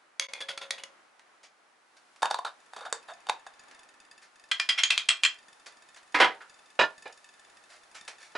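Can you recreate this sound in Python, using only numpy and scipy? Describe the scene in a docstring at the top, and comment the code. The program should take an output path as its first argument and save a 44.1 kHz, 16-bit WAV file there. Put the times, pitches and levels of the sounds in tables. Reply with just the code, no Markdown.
"""Spoon, pot and jar in a small kitchen

Close by, a plastic measuring spoon is wiped on the wall of a full cooking pot, scrapes round inside a glass jar
and is tapped clean on the pot; then spoon and jar are put down, a little to the right.
Each contact is a short burst of gritty noise that rings the resonances of the struck thing and a noise-made
kitchen tail. Fingers and sleeves rustle, decaying sines and clicks tick faintly on the stove,
and beneath lie coloured noise for air and hiss and a late low hum.
"""
import sys
import numpy as np
from scipy import signal
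from scipy.fft import rfft, irfft, next_fast_len
from scipy.io import wavfile
from scipy.ndimage import uniform_filter1d, map_coordinates

SR = 44100
rng = np.random.default_rng(int(sys.argv[2]) if len(sys.argv) > 2 else 0)


def master(y):
    """Save y as 16-bit WAV."""
    cut = np.clip(np.atleast_2d(y).T, -1, 1)
    pcm = np.round(cut * 32767)  # scale
    wavfile.write(sys.argv[1], SR, pcm.astype(np.int16))


N = 369228  # samples


def amp(db):
    """Decibels to gain."""
    return 10 ** (np.asarray(db) / 20)


def unit(x):
    """Scale to rms 1."""
    return x / np.sqrt(np.mean(x ** 2) + 1e-20)


def along(points, hz):
    """(f/Hz, value) points joined on a log frequency axis."""
    f, value = np.transpose(points)
    return np.interp(np.log(hz + 1), np.log(f + 1), value)


def curves(rows):
    """One value per sample for each column after the time."""
    s, *columns = np.transpose(rows)
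    return [np.interp(np.arange(N) / SR, s, column) for column in columns]


def filtered(x, gain):
    """Weight the spectrum of x by a gain that depends on frequency."""
    m = next_fast_len(N + SR // 2)
    spectrum = rfft(x, m) * gain(np.fft.rfftfreq(m, 1 / SR))
    return irfft(spectrum, m)[..., :N]


def causal(db):
    """Minimum-phase response with this gain: it rings only after the blow."""
    cepstrum = irfft(np.log(amp(db)))
    half = len(cepstrum) // 2
    cepstrum[1:half] *= 2
    cepstrum[half + 1:] = 0
    return np.exp(rfft(cepstrum))


def add(track, s, sound):
    """Mix a sound in at time s."""
    start = max(round(s * SR), 0)
    part = track[:, start:start + sound.shape[-1]]
    part += sound[..., :part.shape[-1]]


def spread(pair, side_db):
    """Two unrelated signals as middle and side of a stereo pair."""
    mid, side = pair[0], amp(side_db) * pair[1]
    return np.array([mid + side, mid - side])


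def even_noise(envelope, count=3, size=9):
    """Noise under an envelope, total energy 1, shared evenly among the frequencies."""
    x = rng.standard_normal(len(envelope))
    for _ in range(count):
        z = rfft(x * envelope)
        power = uniform_filter1d(np.abs(z) ** 2, size)
        x = irfft(z / np.sqrt(np.abs(power) + 1e-12), len(x))
        x = x * envelope / (envelope ** 2 + 1e-4)  # undo the envelope where it is not tiny
    burst = x * envelope
    return burst / np.linalg.norm(burst)


def room(x, room_db, side_db=-8, gap_s=0.001):
    """The direct sound and a fresh kitchen tail, each frequency dying at its own speed."""
    # Decay of the kitchen (f/Hz, t60/s)
    kitchen_decay = [(100, .3), (380, 0.26), (700, 0.26), (3000, 0.2), (6000, 0.19), (11000, 0.12)]
    hz, t, z = signal.stft(rng.standard_normal((2, SR // 3)), SR, nperseg=256)
    decay = amp(-60 * t / along(kitchen_decay, hz)[:, None])
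    tail = signal.istft(z * decay, SR, nperseg=256)[1]
    # the tail rises just after the direct sound
    onset = 1 - np.exp(-(np.arange(tail.shape[1]) / SR / gap_s) ** 4)
    tail = spread(tail * onset, side_db)
    wet = signal.fftconvolve(x[None], tail, axes=1)
    wet *= amp(room_db) * np.linalg.norm(x) / np.linalg.norm(wet.mean(0))
    return wet + np.pad(x, (0, wet.shape[1] - len(x)))


def contacts(rows, colour, modes, gain_db, wet_db, grit_db, rise, left_over_right_db, side_db, dulling_db,
             firm_db=-25, soft_bass_db=0, ring_db=0, ring_width=.06, mode_scatter_db=2.0,
             mode_spacing_hz=220, size=8192):
    """Each contact is gritty noise, a run of tiny slips, that rings the body; row levels are relative."""
    click_s = 0.0063  # contact length at which the treble is left alone
    out, t, hz = np.zeros((2, N)), np.arange(size) / SR, np.fft.rfftfreq(size, 1 / SR)

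    def peak(f, width, db):
        """One resonance above the colour, in dB."""
        return db / (1 + (2 * (hz - f) / width) ** 2)

    colour_db = along(colour, hz)
    modes_db = sum(peak(*mode) for mode in modes)
    for s, db, length, *rings in rows:
        length = max(length, .001)
        u = t / length
        pressure = (1 - np.exp(-u / rise)) * np.exp(-u ** 2)
        slips = amp(grit_db * unit(uniform_filter1d(rng.standard_normal(size), size=40)))
        # softer than firm_db, the bass shifts toward soft_bass_db; firmer, the opposite way
        bass_db = soft_bass_db * np.tanh((firm_db - db) / 6)
        # each doubling of the length takes dulling_db off the treble
        treble_db = -dulling_db * np.log2(length / click_s)
        tilt_db = along([(900, bass_db), (1500, 0), (3300, 0.02), (5000, treble_db)], hz)
        # the place of the contact and the grip bring out resonances of their own
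        place_db = sum(peak(f, ring_width * f, ring_db) for f in rings)
        body_db = colour_db + np.hypot(modes_db, place_db)
        # the many lesser modes are caught differently each time
        ripple_db = mode_scatter_db * map_coordinates(rng.standard_normal(len(hz)), [hz / mode_spacing_hz])
        burst = even_noise(pressure * slips)
        ring = irfft(rfft(burst) * causal(body_db + tilt_db + ripple_db))
        ring *= np.sqrt(SR / 100) / np.linalg.norm(ring)  # energy of 10 ms at rms 1
        add(out, s, amp(db + gain_db) * room(ring, wet_db, side_db))
    return out * amp([[left_over_right_db / 2], [-left_over_right_db / 2]])


def rebounding(rows, delay_s, drag_s):
    """After each blow the thing comes down again on the same spot and drags."""
    blows = [(s, db, length, *rings) for s, db, length, _, *rings in rows]
    rebounds = [(s + delay_s, db + rebound_db, drag_s, *rings) for s, db, _, rebound_db, *rings in rows]
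    return blows + rebounds


def touches(rows):
    """Ahead of each stronger blow the spoon slides softly before it catches hard on the glass."""
    catch_db, lead_s, touch_db = -26.5, .0085, -11  # blow threshold; lead and slide length; slide re blow
    return [(s - lead_s, db + touch_db, lead_s) for s, db, *_ in rows if db > catch_db]


def pot_wipes():
    """The spoon flicks and drags on the pot wall, ringing it at each point of contact."""
    # Blows (t/s, level/dB, contact length/s, rebound re blow/dB, lower f/Hz, upper f/Hz)
    wipe_blows = [(0.1965, -18, 0.0027, -8, 2200, 6300), (0.335, -35, 0.0026, -6, 2134, 2460),
                  (0.404, -33.5, 0.019, -13.5, 1700, 3360), (0.485, -31.5, 0.022, -8, 1450, 3330),
                  (0.5755, -36.5, 0.008, -35, 1360, 3480), (0.612, -38, 0.022, -5, 1400, 3618),
                  (0.7065, -28, 0.0038, -14, 1900, 3730), (0.778, -42.5, 0.022, -13, 2590, 2930),
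                  (0.836, -39.5, 0.0029, -25, 1990, 2880)]
    # Broad colour of the full pot (f/Hz, level/dB)
    wipe_colour = [(40, -38), (150, -17), (300, -17), (500, 0.5), (750, -2.5), (1100, -1), (1600, 0.5),
                   (2300, 6), (3200, -3.5), (4500, 5.5), (7000, -6.5), (11000, -6)]
    # Resonances above that colour (f/Hz, width/Hz, level/dB)
    wipe_modes = [(547.6, 11, 17), (1020, 10, 12), (2150, 220, 3), (3370, 280, 17.5), (6570, 460, 8)]
    return contacts(rebounding(wipe_blows, delay_s=0.0098, drag_s=0.041), wipe_colour, wipe_modes,
                    gain_db=-4.0, wet_db=-9.0, grit_db=4, rise=.1, left_over_right_db=-0.4, side_db=-4.5,
                    dulling_db=3.0, firm_db=-30, soft_bass_db=4.5, ring_db=13.5, ring_width=0.063)


def jar_scrapes():
    """The spoon digs in the glass jar: slides, catches and rebounds with broad resonances."""
    # Blows (t/s, level/dB, contact length/s, rebound re blow/dB, lower f/Hz, upper f/Hz)
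    jar_blows = [(2.2285, -19.5, 0.0036, -7, 930, 1640), (2.2555, -29.5, 0.003, -15, 1520, 2900),
                 (2.31, -26, 0.0032, -12, 830, 4650), (2.343, -27.5, 0.004, -12.5, 1000, 3900),
                 (2.387, -30.5, 0.0057, -24, 734, 1060), (2.448, -30.5, 0.0072, -3.5, 1400, 3900),
                 (2.733, -42.5, 0.0055, -14, 766, 1610), (2.762, -39.5, 0.01, -3, 240, 406),
                 (2.807, -42.5, 0.011, 0, 490, 1440), (2.851, -35.5, 0.016, -6, 690, 1570),
                 (2.9265, -27, 0.00115, -19, 454, 7730), (3.083, -40, 0.025, 1, 700, 1590),
                 (3.268, -43.5, 0.0028, -27, 770, 3070), (3.2955, -22.5, 0.0044, -29, 2420, 3760),
                 (3.465, -42, 0.0062, -14, 816, 1760)]
    # Broad colour of the jar (f/Hz, level/dB)
    jar_colour = [(40, -38), (150, -27), (300, -19), (500, -4), (750, 4), (1100, 3.5), (1600, -6.5),
                  (2300, -12.5), (3200, -11.5), (4500, -15), (7000, -15), (11000, -21)]
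    # Resonances above that colour (f/Hz, width/Hz, level/dB)
    jar_modes = [(840, 114, 4.8), (1440, 92, 4.7), (1680, 100, 9), (3670, 210, 15.3), (4550, 250, 12)]
    rows = rebounding(jar_blows, delay_s=.011, drag_s=0.025) + touches(jar_blows)
    return contacts(rows, jar_colour, jar_modes,
                    gain_db=-5, wet_db=-8, grit_db=2, rise=0.091, left_over_right_db=-0.7, side_db=-6,
                    dulling_db=2.0, firm_db=-25.5, soft_bass_db=-1.5, ring_db=11.5, ring_width=0.24)


def pot_taps():
    """The spoon is knocked clean on the pot; the softer knocks carry more bass."""
    # Blows (t/s, level/dB, contact length/s, rebound re blow/dB, lower f/Hz, upper f/Hz)
    tap_blows = [(4.514, -25.5, 0.0063, -21, 1595, 2000), (4.5975, -27.5, 0.0052, -13, 1770, 5050),
                 (4.6895, -22, 0.0081, -8, 1980, 4980), (4.776, -27, 0.022, -4.5, 2150, 5430),
                 (4.8345, -21.5, 0.0041, -12.5, 3150, 6700), (4.9035, -22.5, 0.0062, -8, 2620, 3600),
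                 (4.9775, -26, 0.0033, -22, 2550, 3760), (5.087, -21.5, 0.0045, -3, 2730, 8030),
                 (5.2345, -23, 0.006, 1.5, 2700, 7440)]
    # Broad colour of the tapped pot (f/Hz, level/dB)
    tap_colour = [(40, -34.5), (150, -38.5), (300, -28), (500, -25.5), (750, -24.5), (1100, -5.5),
                  (1600, 1.5), (2300, 2), (3200, -6.5), (4500, -1), (7000, -5), (11000, -16)]
    # Resonances above that colour (f/Hz, width/Hz, level/dB)
    tap_modes = [(693, 150, 13), (1110, 25, 3.3), (2004, 180, 5.2), (2410, 80, 14), (2715, 95, 8.8),
                 (3220, 510, 23.3), (4135, 300, 9.1), (5020, 100, 4.1)]
    return contacts(rebounding(tap_blows, delay_s=0.012, drag_s=.014), tap_colour, tap_modes,
                    gain_db=-1, wet_db=-4.5, grit_db=4, rise=.08, left_over_right_db=-0.5, side_db=-7,
                    dulling_db=2.5, firm_db=-20, soft_bass_db=10, ring_db=13.5, ring_width=0.087)


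def spoon_clatter():
    """The spoon is dropped further off: more room to the direct sound, a little to the right."""
    # Blows (t/s, level/dB, contact length/s, rebound re blow/dB, lower f/Hz, upper f/Hz)
    clatter_blows = [(6.1435, -24, 0.02, -10, 298, 2140), (6.1995, -16.5, 0.025, -9.5, 804, 3090),
                     (6.405, -49, 0.022, -19, 1410, 1770)]
    # Broad colour of the clatter (f/Hz, level/dB)
    clatter_colour = [(40, -39), (150, -22), (300, -8.5), (500, -0.5), (750, -8), (1100, 0.5), (1600, 6),
                      (2300, 0), (3200, -4), (4500, -7), (7000, -20.5), (11000, -27)]
    # Resonances above that colour (f/Hz, width/Hz, level/dB)
    clatter_modes = [(298, 24, 7), (762, 73, 13), (915, 60, 10), (990, 24, 13), (1261, 36, 5),
                     (1374, 30, 5), (1496, 29, 5.7), (1655, 30, 5.8), (2067, 76, 8.9), (2444, 160, 7),
                     (3250, 120, 4.7)]
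    return contacts(rebounding(clatter_blows, delay_s=0.043, drag_s=0.011), clatter_colour, clatter_modes,
                    gain_db=0.0, wet_db=-2, grit_db=1.0, rise=.1, left_over_right_db=-2.0, side_db=-9.5,
                    dulling_db=-0.2, firm_db=-1.5, soft_bass_db=3.5, ring_db=8.5, ring_width=0.22,
                    mode_scatter_db=1)


def counter_knocks():
    """Things are set down on the counter, to the right: blows with closely spaced lesser modes."""
    # Blows (t/s, level/dB, contact length/s, rebound re blow/dB, lower f/Hz, upper f/Hz)
    knock_blows = [(6.79, -13, 0.027, -3.5, 983, 2800), (7.055, -36.5, 0.019, -7.5, 826, 2300),
                   (8.351, -28.5, 0.023, -10, 422, 1480)]
    # Broad colour of the counter (f/Hz, level/dB)
    counter_colour = [(40, -32), (150, -14.5), (300, -7.5), (500, 2.5), (750, 3.5), (1100, -0.5),
                      (1600, -1.5), (2300, -8), (3200, -10.5), (4500, -8.5), (7000, -17.5), (11000, -37.5)]
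    # Resonances above that colour (f/Hz, width/Hz, level/dB)
    counter_modes = [(527, 81, 7), (626, 63, 3.9), (990, 180, 2.33), (1420, 120, 7.4), (1764, 120, 14.2),
                     (2430, 160, 12), (2900, 60, 14), (3880, 120, 14.7), (4960, 110, 9)]
    return contacts(rebounding(knock_blows, delay_s=.021, drag_s=0.031), counter_colour, counter_modes,
                    gain_db=-6.0, wet_db=-11.5, grit_db=1.0, rise=0.046, left_over_right_db=-3.0, side_db=-8,
                    dulling_db=2.5, ring_db=10.5, ring_width=0.26, mode_scatter_db=3.5, mode_spacing_hz=83.3)


def hand_rustle():
    """Fingers and sleeves brush softly: coloured noise without standing resonances or rebounds."""
    # Brushes (t/s, level/dB, length/s)
    brushes = [(1.1945, -56.5, 0.0023), (1.43, -50, 0.022), (1.966, -56.5, 0.011), (2.16, -57, 0.0067),
               (3.712, -53, .0027), (4.215, -52, 0.031), (5.66, -43.5, 0.017), (5.96, -48.5, 0.017),
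               (7.69, -48, 0.075), (7.945, -42, 0.03), (8.078, -38, 0.0078), (8.193, -47, 0.074)]
    # Broad colour of skin and cloth (f/Hz, level/dB)
    hand_colour = [(40, -37), (150, -26), (300, -21.5), (500, -6.5), (750, -2), (1100, -2.5), (1600, 2.5),
                   (2300, 1), (3200, -4), (4500, -3), (7000, -7.5), (11000, -15)]
    return contacts(brushes, hand_colour, [], gain_db=-6.0, wet_db=-1.0, grit_db=2, rise=0.13,
                    left_over_right_db=-1.0, side_db=-8.0, dulling_db=-0.4)


def stove_ticking(tick_db=-52.0, scatter_db=3.0, attack_s=0.0023, wet_db=-5, click_db=-9, click_t60=0.029,
                  count=120):
    """A small metal part ticks on at an uneven pace: each time a click and the same few modes."""
    # Modes of the ticking part (f/Hz, level/dB, t60/s)
    tick_modes = [(1769, -5, 0.053), (2580, -6.5, .03), (3580, -6.5, .03), (4810, 3.5, 0.011),
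                  (5640, -11, 0.022), (6760, 1, 0.012), (9020, -11.5, .018), (10300, -10, .012)]
    start_s, mean_gap_s, least_gap_s = 2.55, .058, .038
    out, t = np.zeros((1, N)), np.arange(SR // 20) / SR
    hz, level_db, t60 = np.transpose(tick_modes)[:, :, None]
    gaps = least_gap_s + (mean_gap_s - least_gap_s) * rng.gamma(2, .5, count)
    times = start_s + np.cumsum(gaps)
    for s in times[times < N / SR]:
        size, detune, phase = rng.standard_normal((3, len(hz), 1))
        decay = amp(level_db + 2 * size - 60 * t / t60)
        ring = (decay * np.sin(2 * np.pi * (hz * (1 + 0.011 * detune) * t + phase))).sum(0)
        click = amp(click_db - 60 * t / click_t60) * rng.standard_normal(len(t))
        strength = amp(tick_db + scatter_db * rng.standard_normal())
        add(out, s, strength * (ring + 2 * click) * (1 - np.exp(-t / attack_s)))
    return room(out[0], wet_db)[:, :N]


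def background(air_db=-4.0, hiss_db=-7.0, hum_hz=84, drift_db=-0.72, drift_rate=6):
    """Soft kitchen air, noise that swells and sinks, with a thin hiss and a low sine hum."""
    # Noise floor, relative (t/s, room murmur level/dB, hiss level/dB)
    floor = [(0, -56.5, -71), (1.35, -63, -76), (1.75, -65.5, -73.5), (2.2, -63, -64.5), (3.7, -58.5, -73),
             (4.3, -63.5, -68.5), (5.5, -61.5, -65), (8.37, -60.5, -62.5)]
    # Colour of the air (f/Hz, level/dB)
    air_colour = [(25, -37.5), (64, -28), (145, -17), (296, -5.5), (450, -5.5), (750, -0.5), (1400, 0),
                  (2200, -5.5), (3200, -11.5), (11000, -23.5)]
    # Colour of the hiss (f/Hz, level/dB)
    hiss_colour = [(1000, -28), (2500, -6.5), (4000, -2.5), (5500, -3.5), (8000, -6), (11000, -6.5)]
    # The low hum sets in (t/s, level/dB)
    hum_level = [(7.35, -110), (7.5, -91), (8.37, -97)]
    murmur_level, hiss_level = curves(floor)
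    t = np.arange(N) / SR

    def noise(colour):
        """Wide stereo noise of rms 1 in this colour."""
        white = spread(rng.standard_normal((2, N)), -3)
        return unit(filtered(white, lambda hz: amp(along(colour, hz))))

    # drift_rate random points per second, smoothly joined
    drift = drift_db * map_coordinates(rng.standard_normal(size=200), [t * drift_rate])
    air = amp(murmur_level + air_db + drift) * noise(air_colour)
    hiss = amp(hiss_level + hiss_db) * noise(hiss_colour)
    hum = amp(curves(hum_level)[0]) * np.sin(2 * np.pi * hum_hz * t)
    return air + hiss + hum


def scene():
    """Spoon, pot and jar close by, the putting down off to the right, over ticking and room air."""
    spoon = pot_wipes() + jar_scrapes() + pot_taps()
    putting_down = spoon_clatter() + counter_knocks()
    return spoon + putting_down + hand_rustle() + stove_ticking() + background()


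def record(dry):
    """The level dips briefly and returns higher, to stay; a steep band limit takes the top off."""
    # Level over time, the ends held (t/s, level/dB)
    dip = [(.269, -2), (.272, -24), (.284, -27), (.286, 5)]
    top_hz = 11000
    levelled = dry * amp(curves(dip)[0])
    return filtered(levelled, lambda hz: 1 / np.sqrt(1 + (hz / top_hz) ** 120))


dry = scene()
out = record(dry)
master(out)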